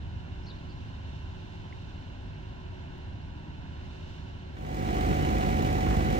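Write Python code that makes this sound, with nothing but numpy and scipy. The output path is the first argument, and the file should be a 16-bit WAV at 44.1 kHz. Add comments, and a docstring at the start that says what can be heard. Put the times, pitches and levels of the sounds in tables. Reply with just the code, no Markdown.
"""A wet, grey day at a harbour. Engines and fans drone far across the yard, and a small bird chirps
off the sheds and hulls. A distant hiss swells, a water drop plinks as its bubble rings, something ticks
close by and the hiss swells again. At about 4.5 s the yard dissolves to the quay, beside a four-cylinder
diesel generator held near 1500 rpm: exhaust hum, a whine, combustion knock and valve ticks over the rush
of its cooling air. Near the end, a few dull knocks of quay work sit half buried under the engine."""
import sys
import numpy as np
from scipy import signal
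from scipy.fft import rfft, irfft
from scipy.io import wavfile

SR = 44100
rng = np.random.default_rng(int(sys.argv[2]) if len(sys.argv) > 2 else 0)


def pcm_store(signal):
    """Save signal as 16-bit PCM."""
    levels = np.round(np.clip(np.atleast_2d(signal), -1, 1) * 32767)
    wavfile.write(sys.argv[1], SR, levels.astype(np.int16).T)


N = 272979
TIME = np.arange(N) / SR
FREQ = np.maximum(np.arange(N // 2 + 1) * SR / N, 1)
SHAFT_HZ = 25.04

# the generator's hum and whine: shaft_multiple, level_db
HUM_ORDERS = [(2.0, -34), (3.0, -37.7), (4.0, -37.8), (6.0, -36.3), (6.5, -49.5), (7.0, -50.5),
              (8.0, -38.6), (10.0, -44), (11.0, -47.5), (12.5, -43.5), (13.0, -57), (14.0, -46.5),
              (16.0, -47), (20.0, -49.5), (21.0, -47), (24.0, -62), (28.0, -48), (30.0, -35.5), (36.0, -63)]
# combustion knocks in one engine cycle of two turns: cycle_fraction, accent_db
FIRINGS = [(.19, 2), (.45, -5.5), (.70, -1.5), (.95, -0.5)]
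# valve ticks in the same cycle: cycle_fraction, accent_db
VALVES = [(.0, -0.5), (.18, -1.5), (.38, 3), (.51, -6.5), (.68, 3), (.87, -0.5)]
# noise bed of engine block, casing and cooling air: frequency_hz, density_db_per_hz
CASING_SPECTRUM = [(20, -67), (35, -67), (55, -48), (110, -55.5), (300, -59), (450, -64), (700, -66.5),
                   (1000, -70), (1600, -73), (2100, -74.5), (4500, -87.5), (6500, -88), (10700, -99.5),
                   (13500, -97)]
# the generator's ringing panels, with one dip: centre_hz, width_hz, boost_db
PANEL_RINGS = [(66, 16, 2), (227.5, 10, 3.5), (533, 52, 5.5), (700, 57, 4), (1974, 29, 7), (2143, 30, 1.5),
               (2190, 22, -1.5), (2285, 23, 6), (2840, 41, 3), (2980, 34, 9), (4100, 160, 3.5)]
# swells in the generator's low boom: peak_time_s, length_s, boost_db
BOOM_SWELLS = [(5.105, 0.07, 4.5), (6.07, 0.2, 3.5)]
# the generator's stereo image: frequency_hz, left_over_right_db, left_lead_rad, coherence (0-1)
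GENERATOR_IMAGE = [(55, -1, 0.38, 0.89), (188, -1, -1.5, 1), (315, -2, -0.6, 0.89), (490, -5, -2, 0.72),
                   (780, -4.5, -2.5, 0.93), (1370, -1.5, -3, 0.82), (2200, -4, -4.5, 0.7),
                   (3060, -2.5, -4.5, 0.8), (4520, -2, -6, 0), (6830, -1, -5, 0), (10200, -4.5, -4.5, 0.44),
                   (14000, -7, -1, 0)]
# far engine and fan tones: pitch_hz, level_db
FAR_TONES = [(76, -51), (101.5, -52.5), (152, -55.5), (164.5, -60.5), (190, -61), (253, -62.5),
             (266, -65.5), (305, -64.5), (369, -59), (554, -72.5), (947, -76.5), (1018, -71)]
# broad drone of the far machinery: frequency_hz, density_db_per_hz
FAR_SPECTRUM = [(20, -69), (40, -65.5), (85, -60.5), (220, -74.5), (380, -80), (450, -84.5), (1000, -83.5),
                (1250, -91), (1550, -86.5), (2100, -92.5), (3000, -93.5), (5800, -104), (10500, -129),
                (15000, -127)]
# hollow, metallic peaks and one dip in that drone: centre_hz, width_hz, boost_db
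FAR_RINGS = [(964, 77, 1.5), (2730, 310, 6), (2940, 157, 6), (3720, 196, 9), (4296, 260, 6.5),
             (4500, 190, -7), (5600, 400, 0.5), (7270, 450, 3.5)]
# swells in the far hiss: peak_time_s, length_s, boost_db
HISS_SWELLS = [(1.35, 2.2, 3), (4.07, 0.63, 5)]
# the far machinery's stereo image: frequency_hz, left_over_right_db, left_lead_rad, coherence (0-1)
FAR_IMAGE = [(60, -1, 0.2, 0.7), (245, -2, 0.5, 0.99), (413, -0.8, 1.94, 0.68), (647, 8.5, 2.12, 0.69),
             (937, -3, 1.26, 0.67), (1270, 1.3, 3.2, 0.7), (1595, -3.5, 8.36, 0.2),
             (2062, 0.5, 10.46, 0.88), (2104, -6, 15.3, 0.48), (2780, -6.4, 17.4, 0.93),
             (3546, -3, 19.45, 0.57), (5530, 3.5, 36.75, 0.66), (8330, 3, 62.4, 0)]
# a slurred chirp and a faint afternote: start_s, length_s, from_hz, to_hz, level_db
BIRD_NOTES = [(0.43, .04, 5150, 5500, -66.5), (.463, .034, 4100, 4470, -54.5),
              (.495, 0.023, 4330, 3210, -49.5), (.689, .042, 4400, 4380, -63.5)]
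# the bird's slapback from sheds and hulls: delay_s, gain_db
BIRD_ECHOES = [(.013, -10), (.087, -14)]
# the plink of a water drop: start_s, pitch_hz, level_db, decay_s
DRIPS = [(1.725, 1880, -39.5, 0.0042)]
# dull knocks of work on the quay: start_s, centre_hz, width_hz, level_db, decay_s
QUAY_KNOCKS = [(5.775, 845, 90.6, -41, 0.04), (5.863, 1500, 1100, -39, 0.028),
               (5.905, 1500, 1000, -38, 0.02), (5.937, 1130, 600, -41, 0.017)]
# a dry tick up close: start_s, peak_db
CLOSE_TICKS = [(2.981, -52)]


def generator():
    """A governed diesel: hum on the shaft's multiples, knock ringing the panels, valve ticks on top."""
    shaft_hz = SHAFT_HZ * (1 + .0003 * drift(3.7))
    cycle = np.cumsum(shaft_hz) / SR / 2  # one engine cycle is two turns
    hum = 0
    for multiple, level_db in HUM_ORDERS:
        phase = 2 * np.pi * (np.round(2 * multiple) * cycle + rng.random())
        hum = hum + np.sqrt(2) * undb(level_db + 0.8 * drift(6.3)) * np.sin(phase)
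    knock = blows(cycle, FIRINGS, rise_s=.001, decay_s=.009, uneven_db=2.8) * clatter(cycle, repeat=.45)
    ticks = blows(cycle, VALVES, rise_s=.0011, decay_s=.0082, uneven_db=1.6) * clatter(cycle, repeat=.26)
    # cooling air fills the gaps between the blows
    knock = unit(knock + undb(0.5) * noise())
    ticks = unit(ticks + undb(1.5) * noise()) * undb(0.36 * drift(11))
    boom = lowpass(noise(), 324) * undb(-0.5 + swells(BOOM_SWELLS))
    block = bandpass(clatter(cycle, repeat=.49), 286, 1700)
    layers = boom + block + bandpass(knock, 1460, 4240) + highpass(ticks, 3270)
    return stereo(hum, colour(layers, CASING_SPECTRUM, PANEL_RINGS), GENERATOR_IMAGE)


def blows(cycle, pattern, rise_s, decay_s, uneven_db):
    """Envelope of hits that land at fixed crank angles, each a little different in force."""
    power = 0
    for cycle_fraction, accent_db in pattern:
        position = cycle - cycle_fraction + 2
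        age = position % 1 * 2 / SHAFT_HZ
        forces = undb(accent_db + uneven_db * rng.standard_normal(200))
        hit = forces[position.astype(int)] * (1 - np.exp(-age / rise_s)) * np.exp(-age / decay_s)
        power = power + hit ** 2
    return unit(np.sqrt(power))


def clatter(cycle, repeat):
    """Metal noise; the repeat share of its power comes back alike in every engine cycle."""
    size = int(2 * SR / SHAFT_HZ)
    loop = rng.standard_normal((3, size))[:, (cycle % 1 * size).astype(int)]
    return np.sqrt(repeat) * loop + np.sqrt(1 - repeat) * noise()


def far_machinery(settle_s=0.79):
    """Engines across the yard, over rumble and hiss; moving air makes each tone fade and return."""
    tones = 0
    for pitch_hz, level_db in FAR_TONES:
        wavering_hz = pitch_hz * (1 + .0015 * drift(3.33))
        phase = 2 * np.pi * (np.cumsum(wavering_hz) / SR + rng.random())
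        tones = tones + np.sqrt(2) * undb(level_db + 2.6 * drift(2)) * np.sin(phase)
    rumble_db = -0.1 + 4.6 * np.exp(-TIME / settle_s)  # starts strong, then settles
    rumble = lowpass(noise(), 224) * undb(rumble_db)
    wash = bandpass(noise(), 244, 2540) * undb(0.3 * drift(4.2))
    hiss = highpass(noise(), 3440) * undb(-1.77 + swells(HISS_SWELLS) + 0.37 * drift(16))
    return stereo(tones, colour(rumble + wash + hiss, FAR_SPECTRUM, FAR_RINGS), FAR_IMAGE)


def bird(arch_hz=110, rasp=0.0248, upper_ratio=1.12, upper_db=-6, fade_s=0.0041,
         scatter_db=-5, scatter_s=0.026, pan_db=3):
    """Arching glides from both sides of the syrinx; buildings throw them back, the yard scatters them."""
    call = 0
    for start_s, length_s, from_hz, to_hz, level_db in BIRD_NOTES:
        age = TIME - start_s
        along = np.clip(age / length_s, 0, 1)
        pitch_hz = from_hz + (to_hz - from_hz) * along + arch_hz * np.sin(np.pi * along)
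        voices_hz = [pitch_hz * ratio * (1 + rasp * drift(460)) for ratio in (1, upper_ratio)]
        lower, upper = np.sin(2 * np.pi * np.cumsum(voices_hz, axis=1) / SR)
        envelope = np.clip(np.minimum(age, length_s - age) / fade_s, 0, 1)
        call = call + undb(level_db) * envelope * (lower + undb(upper_db) * upper)
    echoes = sum(undb(gain_db) * np.roll(call, int(delay_s * SR)) for delay_s, gain_db in BIRD_ECHOES)
    yard_impulse = unit(noise()[1:] * np.exp(-TIME / scatter_s)) / np.sqrt(N)
    reverb = undb(scatter_db) * irfft(rfft(call + echoes) * rfft(yard_impulse), N)
    return (call + echoes + reverb) * undb(np.array([[pan_db], [-pan_db]]) / 2)


def drip(glide_s=0.024, rise_s=0.0011):
    """A drop traps a tiny bubble that rings for a few cycles, rising in pitch."""
    out = 0
    for start_s, pitch_hz, level_db, decay_s in DRIPS:
        age = np.maximum(TIME - start_s, 0)
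        ring = np.sin(2 * np.pi * pitch_hz * (age + age ** 2 / (2 * glide_s)))
        envelope = (1 - np.exp(-(age / rise_s) ** 2)) * np.exp(-(age / decay_s) ** 2)
        out = out + undb(level_db) * envelope * ring
    return out


def quay_knocks(rise_s=0.0015):
    """Short, dull blows, each a band of noise that dies quickly."""
    out = 0
    for start_s, centre_hz, width_hz, level_db, decay_s in QUAY_KNOCKS:
        age = np.maximum(TIME - start_s, 0)
        band = np.exp(-2 * ((FREQ - centre_hz) / width_hz) ** 2)
        body = unit(equalise(noise()[1:], band))
        out = out + undb(level_db) * body * (1 - np.exp(-age / rise_s)) * np.exp(-age / decay_s)
    return out


def close_tick(decay_s=.0006):
    """A faint, bright snap of noise, gone within a millisecond or two."""
    envelope = sum(undb(peak_db) * (TIME > start_s) * np.exp(-np.abs(TIME - start_s) / decay_s)
                   for start_s, peak_db in CLOSE_TICKS)
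    return noise()[1:] / 2 * envelope


def stereo(tones, rush, image):
    """Tones and direct noise reach both sides with a lag; scattered noise differs on each side."""
    pan_db, lead_rad, coherence = curves(image)
    coherence = np.clip(coherence, 0, 1)
    rush_bins = rfft(rush)
    direct = rfft(tones) + np.sqrt(coherence) * rush_bins[0]
    scattered = np.sqrt(1 - coherence) * rush_bins[1:]
    sides = np.array([[1], [-1]]) / 2
    both = direct * np.exp(1j * sides * lead_rad) + scattered
    return irfft(both * undb(sides * pan_db), N)


def colour(x, spectrum, rings):
    """Voice white noise of rms 1 to a spectrum in dB per Hz, with resonances and a 20 Hz low cut."""
    rings_db = sum(db / (1 + (2 * (FREQ - hz) / width_hz) ** 2) for hz, width_hz, db in rings)
    low_cut = np.minimum(FREQ / 20, 1) ** 2
    return equalise(x, undb(curves(spectrum)[0] + rings_db) * np.sqrt(SR / 2) * low_cut)


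def curves(rows):
    """Draw each column of a frequency table across all bins."""
    hz, *columns = np.transpose(rows)
    return [np.interp(np.log(FREQ), np.log(hz), column) for column in columns]


def equalise(x, gain):
    """Apply one gain per frequency bin."""
    return irfft(rfft(x) * gain, N)


def lowpass(x, hz):
    """Roll off the highs at 12 dB per octave."""
    return equalise(x, (1 + (FREQ / hz) ** 4) ** -0.5)


def highpass(x, hz):
    """Roll off the lows at 12 dB per octave."""
    return equalise(x, (1 + (hz / FREQ) ** 4) ** -0.5)


def bandpass(x, low_hz, high_hz):
    """Roll off both ends."""
    return lowpass(highpass(x, low_hz), high_hz)


def swells(rows):
    """A fader ride in dB, made of smooth, bell-shaped swells."""
    return sum(db * np.exp(-(2 * (TIME - peak_s) / length_s) ** 2) for peak_s, length_s, db in rows)


def drift(rate_hz):
    """Smooth random modulation of rms 1, moving at up to about rate_hz."""
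    return unit(equalise(rng.standard_normal(N), np.exp(-(FREQ / rate_hz) ** 2)))


def noise():
    """Three unrelated white noises: direct, scattered left, scattered right."""
    return rng.standard_normal((3, N))


def undb(db):
    """Decibels to gain."""
    return 10 ** (np.asarray(db) / 20)


def unit(x):
    """Scale to rms 1."""
    return x / np.sqrt(np.mean(x ** 2))


def scene(dissolve_start_s=4.52, dissolve_length_s=0.5):
    """A linear crossfade from the yard to the quay."""
    yard = far_machinery() + bird() + drip() + close_tick()
    quay = generator() + quay_knocks()
    crossfade = np.clip((TIME - dissolve_start_s) / dissolve_length_s, 0, 1)
    return (1 - crossfade) * yard + crossfade * quay


def record(dry, fade_in_s=.004, top_hz=15750):
    """A quick fade-in and a steep high cut on the whole mix."""
    fade_in = np.minimum(TIME / fade_in_s, 1)
    high_cut = signal.ellip(12, .1, 80, top_hz, fs=SR, output="sos")
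    return signal.sosfilt(high_cut, dry * fade_in)


dry = scene()
out = record(dry)
pcm_store(out)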